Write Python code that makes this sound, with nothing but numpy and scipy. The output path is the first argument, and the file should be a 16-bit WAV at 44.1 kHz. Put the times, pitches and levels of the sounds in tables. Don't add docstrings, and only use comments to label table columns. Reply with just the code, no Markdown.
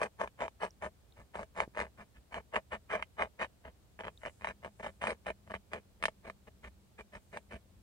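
import sys
import numpy as np
from scipy import signal
from scipy.fft import rfft, irfft
from scipy.io import wavfile
from scipy.ndimage import uniform_filter1d

SR = 44100
rng = np.random.default_rng(int(sys.argv[2]) if len(sys.argv) > 2 else 0)


def store_wav(level_fs):
    pcm = np.round(np.clip(np.atleast_2d(level_fs), -1, 1) * 32767)
    wavfile.write(sys.argv[1], SR, pcm.T.astype(np.int16))


N = 344862
SIZE, LEAD = 16384, 128
HZ = np.arange(SIZE // 2 + 1) * SR / SIZE
TIME = np.arange(N) / SR

# (frequency [Hz], relative spectral level [dB])
AIR_SPECTRUM = [(20, -24.5), (40, -9.5), (60, 2), (100, -3), (160, -11), (300, -16), (630, -20.5),
                (1000, -26.5), (2000, -32), (4000, -33), (8000, -39.5), (15500, -39)]
# (time [s], level [dB])
DRONE_LEVELS = [(0, -81), (3.8, -86), (4.9, -70), (7.8, -70.5)]
# (time [s], level [dB])
HISS_SWELLS = [(4.28, -73.5), (4.87, -76), (7.32, -78.5)]
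# (time [s], peak level [dB], pitch [Hz], width per filter pass [Hz])
TWIG_TICKS = [(0.707, -47.5, 5650, 900), (1.123, -55, 3800, 600), (1.677, -38, 250, 513),
              (4.175, -49, 3760, 500)]
# (frequency [Hz], width [Hz], relative level [dB], left minus right [dB])
LODGE_MODES = [(63, 21, -0.5, -1), (109, 51, -16, 7), (202.3, 47, -5.5, -1.5), (431.6, 83, -5.5, 1),
               (564, 120, -3.5, 3.5), (648, 61, 1, -1), (880, 130, -2.5, 0.5), (1068, 246, -4.5, 5),
               (1291, 200, -10, -1.5), (1547, 220, -11.5, 14), (1768, 125, -3, 1.5), (2077, 130, -6.5, 0),
               (2348, 227, -11, -13), (2560, 380, -20, -11), (2988, 220, -13.5, -4.5),
               (3670, 280, -30.5, 12), (3900, 720, -29.5, 1.5), (4850, 680, -34, -1.5),
               (6160, 1300, -34.5, -2), (7500, 530, -36.5, -6), (8590, 410, -31, 7.5),
               (8840, 510, -35.5, 8), (13500, 3800, -54, -3.5)]
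# (time [s], base crack rate [1/s], hollowness [dB], crispness [dB])
WOOD_GRAIN = [(0, 291, 2.5, 6), (1.5, 207, -0.5, 4.5), (3.1, 302, 2, -2), (4.1, 119.4, -1, -2),
              (5.1, 188, -3, 3), (5.501, 140, -4, 0), (6.1, 285, -5.5, 3.5), (7.6, 274, -5, 3)]
# (time of full force [s], length [s], level [dB], brightness [dB])
BITE_STROKES = [(0.033, 0.082, -34, -6.5), (0.225, .08, -37, -6.5), (0.428, 0.089, -36, -7),
                (.642, 0.082, -37, -1.5), (0.847, 0.072, -37, -7), (1.199, 0.078, -56.5, -1),
                (1.363, .05, -42, -5.5), (1.404, 0.077, -43, -5), (1.6, 0.096, -36.5, -4),
                (1.808, 0.12, -35, -5.5), (2.008, 0.066, -50.5, 0), (2.166, 0.051, -63, 9),
                (2.359, .098, -41, -4), (2.56, 0.073, -33.5, -5.5), (2.74, 0.065, -37, -1.5),
                (2.939, .09, -33, 1), (3.004, 0.062, -47.5, -2), (3.219, 0.092, -34, -2),
                (3.424, 0.067, -32, 0), (3.671, 0.072, -50.5, -3.5), (4.004, .04, -40.5, -0.5),
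                (4.059, 0.084, -42, -3.5), (4.26, 0.083, -39.5, -1), (4.427, 0.056, -50.5, 4.5),
                (4.478, 0.082, -38.5, 4), (4.655, 0.062, -42, -5.5), (4.803, 0.024, -42, -10),
                (4.858, 0.097, -41, 0.5), (5.042, 0.069, -36, -1.5), (5.102, 0.08, -34.5, -5.5),
                (5.286, 0.063, -35.5, -4.5), (5.478, 0.026, -56.5, -4), (5.512, 0.032, -42, -3),
                (5.552, 0.043, -42, -1), (5.753, 0.08, -42.5, -4.5), (6.054, 0.13, -57, -5),
                (6.274, 0.082, -46, -6), (6.479, 0.025, -52, -5.5), (6.659, 0.063, -48, 1),
                (7, 0.043, -46, -3), (7.156, 0.066, -48.5, 1.5), (7.358, 0.079, -46.5, -2.5),
                (7.54, 0.084, -47.5, 0.5)]
# (time [s], level [dB], brightness [dB])
FIBRE_SNAPS = [(.016, -39, 9), (0.0227, -32, 1), (.0311, -24.5, 9), (.214, -26, -4), (0.2748, -38, 2.5),
               (.42, -25.5, -9), (0.4803, -34.5, -3.5), (.632, -28, -5), (1.354, -33.5, -13),
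               (1.392, -33.5, -20), (1.4305, -37.5, 1), (1.5883, -35, -13), (1.6028, -20.5, 1),
               (1.783, -34, 10), (1.791, -29.5, -11), (1.8015, -25, 2), (2.343, -33, 17),
               (2.5583, -27.5, 16), (2.5635, -23, 5), (2.938, -28, -10), (3.025, -28, 16), (3.197, -35, 3),
               (3.222, -23, 7), (4.0815, -35, 0), (4.4455, -28.5, -0.5), (4.8442, -31, -8),
               (5.017, -35.5, 10), (5.0395, -27, -5), (5.0588, -39, 14), (5.0707, -25, 6), (5.105, -31, 8),
               (5.2669, -29, -5), (5.5023, -37.5, -10), (5.54, -31.5, -5.5), (5.7338, -28.5, 4),
               (6.0261, -28.5, 7), (6.0379, -24, 6), (6.0549, -18.5, 12.5), (6.0824, -28, -6.5),
               (6.299, -32.5, -6), (7.3719, -31.5, 0)]


def amp(db):
    return 10 ** (np.asarray(db) / 20)


def unit(x):
    return x / np.sqrt(np.mean(x ** 2))


def add(track, sound, at_s):
    start = int(round(at_s * SR))
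    lo, hi = max(start, 0), min(start + sound.shape[-1], N)
    track[..., lo:hi] += sound[..., lo - start:hi - start]


def bell(f, hz, width):
    return 1 / (1 + (np.sqrt(2) - 1) * (2 * (f - hz) / width) ** 2)


def causal(gain):
    cepstrum = irfft(np.log(gain + 1e-9))
    cepstrum[1:SIZE // 2] *= 2
    cepstrum[SIZE // 2 + 1:] = 0
    return np.exp(rfft(cepstrum))


def noise(gain):
    return unit(irfft(rfft(rng.standard_normal(N)) * gain, N))


def wander(rate_hz):
    hold = int(SR / rate_hz)
    steps = np.repeat(rng.standard_normal(N // hold + 1), hold)[:N]
    return unit(uniform_filter1d(uniform_filter1d(steps, hold), hold))


def winter_air(mid_db=-65, wander_db=1.0, widen_hz=900, steady_hiss_db=-82.5, swell_s=0.15):
    f = np.arange(N // 2 + 1) * SR / N + 1
    hz, db = np.transpose(AIR_SPECTRUM)
    colour = amp(np.interp(np.log(f), np.log(hz), db))
    stereo_width = np.clip(0.36 + f / (f + widen_hz), 0, 1)
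    mid = noise(colour)
    side = irfft(rfft(noise(colour)) * stereo_width, N)
    rumble = uniform_filter1d(mid, SR // 600)
    mid = mid + rumble * (amp(wander_db * wander(rate_hz=3.07)) - 1)
    air = amp(mid_db) * np.array([mid + side, mid - side])
    drone = amp(np.interp(TIME, *np.transpose(DRONE_LEVELS))) * noise(bell(f, hz=199, width=14))
    hiss = np.array([noise(bell(f, hz=8000, width=2500)) for _ in range(2)])
    swells = sum(amp(db) * np.exp(-((TIME - s) / swell_s) ** 2) for s, db in HISS_SWELLS)
    return air + drone + np.hypot(amp(steady_hiss_db), swells) * hiss


def twigs():
    out = np.zeros(N)
    for s, db, hz, width in TWIG_TICKS:
        tick = irfft(causal(bell(HZ, hz, width) ** 2))
        add(out, amp(db) * tick / np.abs(tick).max(), s)
    return out


def lodge_ring(late_s=0.0016, late_hz=800, scatter_hz=3500, scatter_s=0.007, right_lag_s=0.00021):
    delay = late_s / (1 + (HZ / late_hz) ** 4)
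    scattered = 0.9 / (1 + (scatter_hz / (HZ + 1)) ** 4)
    decay = np.exp(-np.arange(SIZE) / SR / scatter_s)
    hz, width, db, pan = np.transpose(LODGE_MODES)
    detune, level_nudge = rng.standard_normal((len(LODGE_MODES), 2)).T
    modes = bell(HZ, (hz * (1 + 0.011 * detune))[:, None], width[:, None]) ** 2
    channels = []
    for side, lag in ((1, 0), (-1, right_lag_s)):
        power = amp(db + 1.02 * level_nudge + side * pan / 2) ** 2 @ modes
        phase = 2 * np.pi * np.cumsum(delay + lag) * SR / SIZE
        direct = np.exp(-1j * (phase - phase[0]))
        sticks = rfft(unit(rng.standard_normal(SIZE) * decay)) / np.sqrt(SIZE)
        paths = np.sqrt(1 - scattered) * direct + np.sqrt(scattered) * sticks
        ring = irfft(causal(np.sqrt(power)) * paths)
        channels.append(np.roll(ring, LEAD)[:SIZE // 2])
    return unit(np.array(channels)) / np.sqrt(SIZE // 2)


def through_lodge(ring, wood):
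    return signal.fftconvolve(wood[None], ring, axes=1)[:, LEAD:]


def grain_at(s):
    times, *columns = np.transpose(WOOD_GRAIN)
    return [np.interp(s, times, column) for column in columns]


def wood_tone(x, bright_db, hollow_db, crisp_db, thud_db):
    tilt_db = bright_db / 2
    hz = [110, 520, 1080, 2000, 3100, 5000]
    db = [thud_db, -tilt_db, hollow_db, tilt_db, tilt_db - 0.21 * crisp_db, tilt_db + crisp_db]
    gain = amp(np.interp(np.log(HZ + 1), np.log(hz), db))
    midrange_gain = np.sqrt(np.mean(amp(db[1:4]) ** 2))
    return irfft(rfft(x, SIZE) * causal(gain)) / midrange_gain


def fibre_snap(splinter_db=-3.5, splinter_s=0.0022):
    size = SIZE // 16
    decay = np.exp(-np.arange(size) / SR / splinter_s)
    snap = amp(splinter_db) * unit(rng.standard_normal(size) * decay)
    snap[0] += np.sqrt(size)
    return unit(snap) / np.sqrt(size)


def letting_go(x, length_s, dull_db=4, split_hz=800):
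    progress = np.clip((np.arange(SIZE) - SIZE // 2) / SR / length_s, -1, 1)
    low = irfft(rfft(x) / (1 + (HZ / split_hz) ** 4))
    return low * amp(dull_db * progress) + (x - low) * amp(-dull_db * progress)


def bite(length_s, rate, attack_share=0.49, spread_db=3.0, splinter_db=-1, splinter_s=0.0024):
    t = (np.arange(SIZE) - SIZE // 2) / SR
    attack_s, release_s = attack_share * length_s, (1 - attack_share) * length_s
    force = 0.1 ** np.where(t < 0, np.abs(t / attack_s) ** 3, np.abs(t / release_s) ** 2.3)
    gap_jitter, level_jitter = rng.standard_normal((300, 2)).T
    onsets = (np.cumsum(np.exp(0.4 * gap_jitter)) * SR / rate).astype(int)
    inside = onsets < SIZE
    cracks = np.bincount(onsets[inside], amp(spread_db * level_jitter[inside]), SIZE)
    tails = signal.lfilter([1], [1, -np.exp(-1 / SR / splinter_s)], cracks)
    spray = amp(splinter_db) * unit(tails * rng.standard_normal(SIZE))
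    crumbs = rng.standard_normal(SIZE) * (rng.random(SIZE) < 0.1)
    crumb_gain = amp(-4) * rate / 330
    tearing = unit(cracks - cracks.mean()) + spray + crumb_gain * unit(crumbs)
    return unit(force * tearing) * np.sqrt(np.mean(force ** 2))


def beaver(stick_s=0.09, firm_bite_db=-38, tug=0.93, snap_s=0.0026):
    out = np.zeros((2, N))
    rings = [lodge_ring() for _ in BITE_STROKES]
    for ring, (s, length_s, db, bright_db) in zip(rings, BITE_STROKES):
        rate, hollow_db, crisp_db = grain_at(s)
        rate /= max(1, length_s / stick_s) ** 2
        tearing = letting_go(bite(length_s, rate), length_s)
        crunch = wood_tone(tearing, bright_db, hollow_db, crisp_db, thud_db=tug * (firm_bite_db - db))
        add(out, amp(db) * through_lodge(ring, crunch), s - SIZE / 2 / SR)
    snap_gain = np.sqrt(snap_s * SR)
    for s, db, bright_db in FIBRE_SNAPS:
        nearest_bite = np.argmin([abs(stroke[0] - s) for stroke in BITE_STROKES])
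        _, hollow_db, crisp_db = grain_at(s)
        snap = wood_tone(fibre_snap(), bright_db, hollow_db + 4, crisp_db - 2, thud_db=-9)
        add(out, amp(db) * snap_gain * through_lodge(rings[nearest_bite], snap), s)
    return out


def scene():
    return beaver() + twigs() + winter_air()


def record(dry):
    return signal.sosfilt(signal.ellip(10, 0.1, 70, 15750, fs=SR, output="sos"), dry)


dry = scene()
out = record(dry)
store_wav(out)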